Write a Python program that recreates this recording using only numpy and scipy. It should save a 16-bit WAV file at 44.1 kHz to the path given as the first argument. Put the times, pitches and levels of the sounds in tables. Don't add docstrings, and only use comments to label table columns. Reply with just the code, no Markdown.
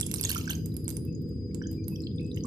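import sys
import numpy as np
from scipy import signal
from scipy.fft import rfft, irfft
from scipy.io import wavfile
from scipy.ndimage import uniform_filter1d

SR = 44100
rng = np.random.default_rng(int(sys.argv[2]) if len(sys.argv) > 2 else 0)


def ratio_of_db(decibels):
    return 10 ** (np.asarray(decibels, float) / 20)


def wrap_up_sound(samples):
    columns = np.atleast_2d(samples).T
    tamed = np.clip(columns, -1, 1)
    steps = np.round(tamed * 32767).astype(np.int16)
    wavfile.write(sys.argv[1], SR, steps)


N = 108530

# pitch_hz, level_db (per Hz)
AIR_COLOUR = [(560, -0.5), (800, -8), (1500, -15), (3200, -14.5), (8000, -18.5), (14000, -27.5),
              (15500, -26.5)]
# pitch_hz, likeness (0 to 1)
LIKENESS = [(60, 1), (240, 0.88), (950, 0.41), (3770, 0.074), (15000, 0.2)]
# pitch_hz, left_over_right_db
BASS_BALANCE = [(60, .2), (130, 1.9), (280, -2), (550, 2.3), (1200, .1)]
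# start_s, length_s, level_db, pitch_hz
WHISTLES = [
    (.91, .06, -67, 2750),
    (1.065, .095, -68, 2600),
    (1.6, .16, -67, 3050),
    (1.765, .085, -66, 2380),
    (1.9, .15, -66, 2580),
    (2.06, .03, -62, 2300),
    (2.165, .17, -65, 2580),
]
# multiple (of the turning rate), level_db
HUM_LINES = [(4, -45.5), (5, -38.5), (8, -39.5), (10, -43.5), (12, -49.5), (13, -45.5), (16, -43),
             (20, -54.5), (24, -55.5)]
# pitch_hz, level_db (per Hz)
RUMBLE_COLOUR = [(20, -32), (50, -18), (63, -2.5), (100, 0.5), (290, -9), (490, -16.5), (540, -28.5),
                 (620, -37.5)]
# time_s, level_db
SPATTER_VIGOUR = [
    (0, -51),
    (.3, -35),
    (0.421, -44.5),
    (0.512, -33.5),
    (0.619, -74),
    (.9, -56.5),
    (1.05, -87),
    (1.9, -69.5),
    (2.059, -64),
    (2.46, -59.5),
]
# pitch_hz, level_db (per Hz)
SPATTER_COLOUR = [(1290, -46), (2200, -1.5), (7530, -6.5), (10800, -15), (14500, -10)]
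# pitch_hz, left_over_right_db
POOL_SIDE = [(900, -10), (2000, -7), (3500, -3), (4600, -.1), (6500, -4)]
# start_s, level_db (peak), pitch_hz
FINE_POPS = [(0.0014, -23, 7530), (0.0115, -15.5, 8960), (0.066, -21, 10300), (0.1143, -18.5, 10760),
             (0.1406, -19, 8660), (0.1454, -23, 11000), (0.162, -26, 12000), (0.2119, -15.5, 11030),
             (0.2379, -23.5, 7810), (0.2494, -23, 7720), (0.2953, -17.5, 12440), (0.3029, -19.5, 7770),
             (0.3149, -19.5, 11020), (0.3304, -29, 7600), (0.348, -25, 11330), (0.379, -28, 8900),
             (0.5029, -23.5, 12120), (0.5117, -28.5, 10600), (0.6594, -27, 12000), (0.7668, -27.5, 10720),
             (0.8801, -22.5, 8210), (0.8914, -28, 11500), (0.9034, -26.5, 10500), (0.9105, -30.5, 12200),
             (0.9682, -29, 9630), (1.5464, -33, 7280), (1.714, -35, 14250), (1.8819, -26, 11400),
             (2.3622, -39, 11200)]
# start_s, level_db (peak), pitch_hz
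FAINT_POPS = [
    (0.7417, -40, 11020),
    (0.844, -41.5, 11100),
    (1.0514, -39, 13830),
    (1.2186, -47.5, 13400),
    (1.291, -42, 14000),
    (1.73, -45, 7200),
    (2.0193, -44, 7260),
    (2.2084, -51, 9220),
    (2.2653, -47.5, 7460),
    (2.4544, -38.5, 7570),
]
# time_s, left_over_right_db (at 10 kHz)
BRIGHT_SIDE = [(0, -11), (.5, -12), (.7, -16), (2.4, -22)]
# start_s, level_db (peak), pitch_hz
MID_POPS = [(0.064, -26, 7100), (0.1842, -30, 5340), (0.2308, -31, 5170), (0.2505, -17.5, 6260),
            (0.3803, -29.5, 6150), (0.4773, -34.5, 5500), (0.4973, -27, 6020), (0.5526, -32, 6120),
            (1.1263, -49.5, 6200), (1.1502, -42, 6450), (1.5533, -55, 6050), (1.6228, -41, 5370),
            (1.6702, -36.5, 6100), (1.8407, -44.5, 6100), (1.9584, -41, 5310), (2.0044, -36, 4870),
            (2.3451, -42, 6240), (2.4369, -34, 5970)]
# start_s, level_db (peak), pitch_hz
ROUND_POPS = [(0.0298, -28.5, 3220), (0.143, -43, 3650), (0.2307, -27, 4600), (0.2544, -29, 3260),
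              (0.3037, -27, 4180), (0.3483, -31, 2920), (0.4125, -40.5, 3990), (0.487, -34, 4640),
              (0.5202, -37, 3140), (0.72, -49.5, 3740), (0.8555, -45, 4150), (0.8928, -42, 4320),
              (1.6374, -40, 3030), (1.8424, -46.5, 4190), (1.959, -42, 3080), (2.0372, -41.5, 4050),
              (2.0685, -37, 4100), (2.1822, -39.5, 3380), (2.214, -47, 2440), (2.3148, -39.5, 3640),
              (2.373, -36.5, 2820), (2.4073, -40.5, 4430)]
# start_s, level_db (peak), pitch_hz
BIG_POPS = [(0.138, -44, 2170), (0.251, -36, 1800), (0.303, -35, 1604), (0.359, -29, 1268),
            (0.476, -30, 1514), (0.498, -32, 1508), (1.51, -54, 2150), (1.617, -37, 1580),
            (1.658, -42, 1586), (2.196, -43, 2400), (2.371, -46.5, 1980), (2.447, -38.5, 1082)]
# start_s, level_db (peak), pitch_hz
LATE_POP = (2.069, -36, 3100)

RING_ROUGHNESS = 0.49
MOTOR_TILT_DB_PER_S = 2


def rms_one(x):
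    return x / np.sqrt(np.mean(x ** 2) + 1e-20)


def at_hz(points, hz):
    table_hz, value = np.transpose(points)
    return np.interp(np.log(hz), np.log(table_hz), value)


def sides(pan_db):
    left = ratio_of_db(np.asarray(pan_db))
    return np.array([2 * left / (1 + left), 2 / (1 + left)])


def drift(rate_hz):
    r = np.exp(-80 * np.pi * rate_hz / SR)
    chance = rng.standard_normal(N // 40 + 2002)
    slow = signal.lfilter([1], [1, -2 * r, r * r], chance)[2000:]
    return np.interp(np.arange(N) / 40, np.arange(len(slow)), rms_one(slow))


def narrow(hz, width_hz):
    r = np.exp(-np.pi * width_hz / SR)
    resonance = [1, -2 * r * np.cos(2 * np.pi * hz / SR), r * r]
    once = signal.lfilter([1], resonance, rng.standard_normal(N + 9000))
    twice = signal.lfilter([1], resonance, once)
    return rms_one(twice[9000:])


def shaped_noise(spectrum, floor_db, patchy_db, rate_hz, count, tilt_db=0):
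    hz = np.maximum(np.arange(N // 2 + 1) * SR / N, 1)
    mid, side = rfft(rng.standard_normal((2, N)))
    alike = np.clip(at_hz(LIKENESS, hz), 0, .995)
    both = np.sqrt(1 + alike) * mid + np.sqrt(1 - alike) * side * [[1], [-1]]
    both = both * sides(at_hz(BASS_BALANCE, hz))
    low_hz, high_hz = spectrum[0][0], spectrum[-1][0]
    inside = (hz > low_hz) & (hz < high_hz)
    both = both * ratio_of_db(np.where(inside, at_hz(spectrum, hz), floor_db))
    place = np.clip(np.log(hz / low_hz) / np.log(high_hz / low_hz), 0, 1) * (count - 1)
    out = np.zeros((2, N))
    for k in range(count):
        band = irfft(both * np.clip(1 - abs(place - k), 0, 1), N)
        out += band * ratio_of_db(patchy_db * drift(rate_hz) + tilt_db * (k / count - .5))
    return rms_one(out)


def air():
    return ratio_of_db(-61) * shaped_noise(AIR_COLOUR, floor_db=-50, patchy_db=2.6, rate_hz=15.0, count=18)


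def whistles():
    t = np.arange(N) / SR
    out = np.zeros(N)
    for start_s, length_s, db, hz in WHISTLES:
        fade = np.clip(np.minimum(t - start_s, start_s + length_s - t) / .02, 0, 1)
        out += ratio_of_db(db) * narrow(hz, width_hz=40) * fade
    return out * sides(7.4)[:, None]


def motor():
    turning_hz, wobble_db, whine_hz = 20.2, 1.8, 4940
    t = np.arange(N) / SR
    tilt_db = MOTOR_TILT_DB_PER_S * (t - t.mean())
    hum = np.zeros((2, N))
    for k, db in HUM_LINES:
        level_db = db + 0.5 + wobble_db * drift(3.33) + tilt_db * np.log2(k / 7)
        tone = np.sin(2 * np.pi * (k * turning_hz * t + rng.random()))
        hum += ratio_of_db(level_db) * tone * sides(at_hz(BASS_BALANCE, k * turning_hz))[:, None]
    rumble = shaped_noise(RUMBLE_COLOUR, floor_db=-60, patchy_db=1.2, rate_hz=4.0, count=6, tilt_db=2 * tilt_db)
    whine = rms_one(np.sin(2 * np.pi * whine_hz * t) + .22 * narrow(whine_hz, width_hz=12))
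    return hum + ratio_of_db(-35) * rumble + ratio_of_db(-62) * whine * sides(16)[:, None]


def kitchen(x):
    t = np.arange(SR // 3) / SR
    noise = rng.standard_normal((2, 2, len(t))) * (t > .0015)
    late = noise[0] * ratio_of_db(-60 * t / .45)
    early = noise[1] * ratio_of_db(-60 * t / .02)
    echo = ratio_of_db(-8.5) * rms_one(late) + ratio_of_db(-5) * rms_one(early)
    blend = .88 * x + .12 * x[::-1]
    return signal.fftconvolve(blend, echo / np.sqrt(len(t)), axes=1)[:, :N]


def pops(start_s, db, hz, pan_db, cycles, size, roughness):
    pitch_rise, swell, left_lag_s = .004, 1.0, 0.0002
    turn = np.arange(size) / SR * hz[:, None]
    shape = turn ** swell * ratio_of_db(-60 * turn / cycles)
    shape = shape / shape.max(axis=1, keepdims=True)
    ragged = uniform_filter1d(rng.standard_normal((len(start_s), size)), size=size // 40)
    ring = shape * np.sin(2 * np.pi * turn * (1 + pitch_rise * turn)) * (1 + roughness * 2 * ragged)
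    out = np.zeros((2, N + SR))
    first = (np.clip(start_s - 1 / hz, 0, N / SR) * SR).astype(int)
    where = first[:, None] + np.arange(size)
    left_lag = (left_lag_s * SR + rng.normal(0, 1, (len(start_s), 1))).astype(int)
    for side, gain, lag in zip(out, sides(pan_db), (left_lag, 0)):
        np.add.at(side, where + lag, (gain * ratio_of_db(db))[:, None] * ring)
    return out[:, :N]


def spatter():
    bubbles_per_s, size_spread_db = 320, 5.5
    draw = rng.random((6000, 4))
    start_s = np.cumsum(-np.log(draw[:, 0] + 1e-9)) / bubbles_per_s
    in_time = start_s < N / SR
    draw, start_s = draw[in_time], start_s[in_time]
    hz = 2300 * 6.3 ** draw[:, 1]
    db = at_hz(SPATTER_COLOUR, hz) + 20 * np.log10(hz) - size_spread_db * np.log(draw[:, 2] + .02)
    pan_db = np.where(hz > 7000, -12, at_hz(POOL_SIDE, hz)) + 6 * (draw[:, 3] - .5)
    vigour_db = np.interp(np.arange(N) / SR, *np.transpose(SPATTER_VIGOUR))
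    drops = pops(start_s, db, hz, pan_db, cycles=17.0, size=240, roughness=RING_ROUGHNESS)
    return ratio_of_db(vigour_db - 2.0) * rms_one(drops)


def bursts():
    start_s, db, hz = np.transpose(FINE_POPS + FAINT_POPS)
    pan_db = np.interp(start_s, *np.transpose(BRIGHT_SIDE)) - 20 * np.log2(hz / 1e4)
    out = pops(start_s, db, hz, pan_db, cycles=18.0, size=160, roughness=.9)
    for rows, cycles in ((MID_POPS, 28.0), (ROUND_POPS, 26.0), (BIG_POPS, 19.0), ([LATE_POP], 22.0)):
        start_s, db, hz = np.transpose(rows)
        out = out + pops(start_s, db, hz, at_hz(POOL_SIDE, hz), cycles, size=1000, roughness=RING_ROUGHNESS)
    return out


def scene():
    syrup = bursts() + spatter()
    return syrup + kitchen(syrup) + motor() + whistles() + air()


def suppressor(x):
    from_hz, margin_db, floor_db, release, leak_db = 600, 3.6, -13, .8, 14
    hz, _, z = signal.stft(x, SR, nperseg=512, noverlap=384)
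    power = uniform_filter1d(np.mean(abs(z) ** 2, axis=0), size=3, axis=0)
    power = np.maximum(power, signal.lfilter([1 - release], [1, -release], power))
    steady = signal.medfilt(np.percentile(power, 20, axis=1), 15)[:, None]
    above_bass = hz[:, None] > from_hz
    opened = np.clip(1 - ratio_of_db(2 * margin_db) * steady / (power + 1e-20), 0, 1) * above_bass
    floor = ratio_of_db(floor_db + leak_db * opened.mean(axis=0))
    gain = np.where(hz[:, None] < from_hz, 1, np.maximum(opened, floor))
    gain = uniform_filter1d(gain, size=3, axis=1)
    return signal.istft(z * gain, SR, nperseg=512, noverlap=384)[1][:, :N]


def roll_off(x):
    return signal.sosfilt(signal.butter(12, 15640, fs=SR, output="sos"), x)


def record(dry):
    top_cut = signal.ellip(6, 1, 32, 14300, fs=SR, output="sos")
    mix = signal.sosfilt(top_cut, suppressor(dry))
    return roll_off(mix)


dry = scene()
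out = record(dry)
wrap_up_sound(out)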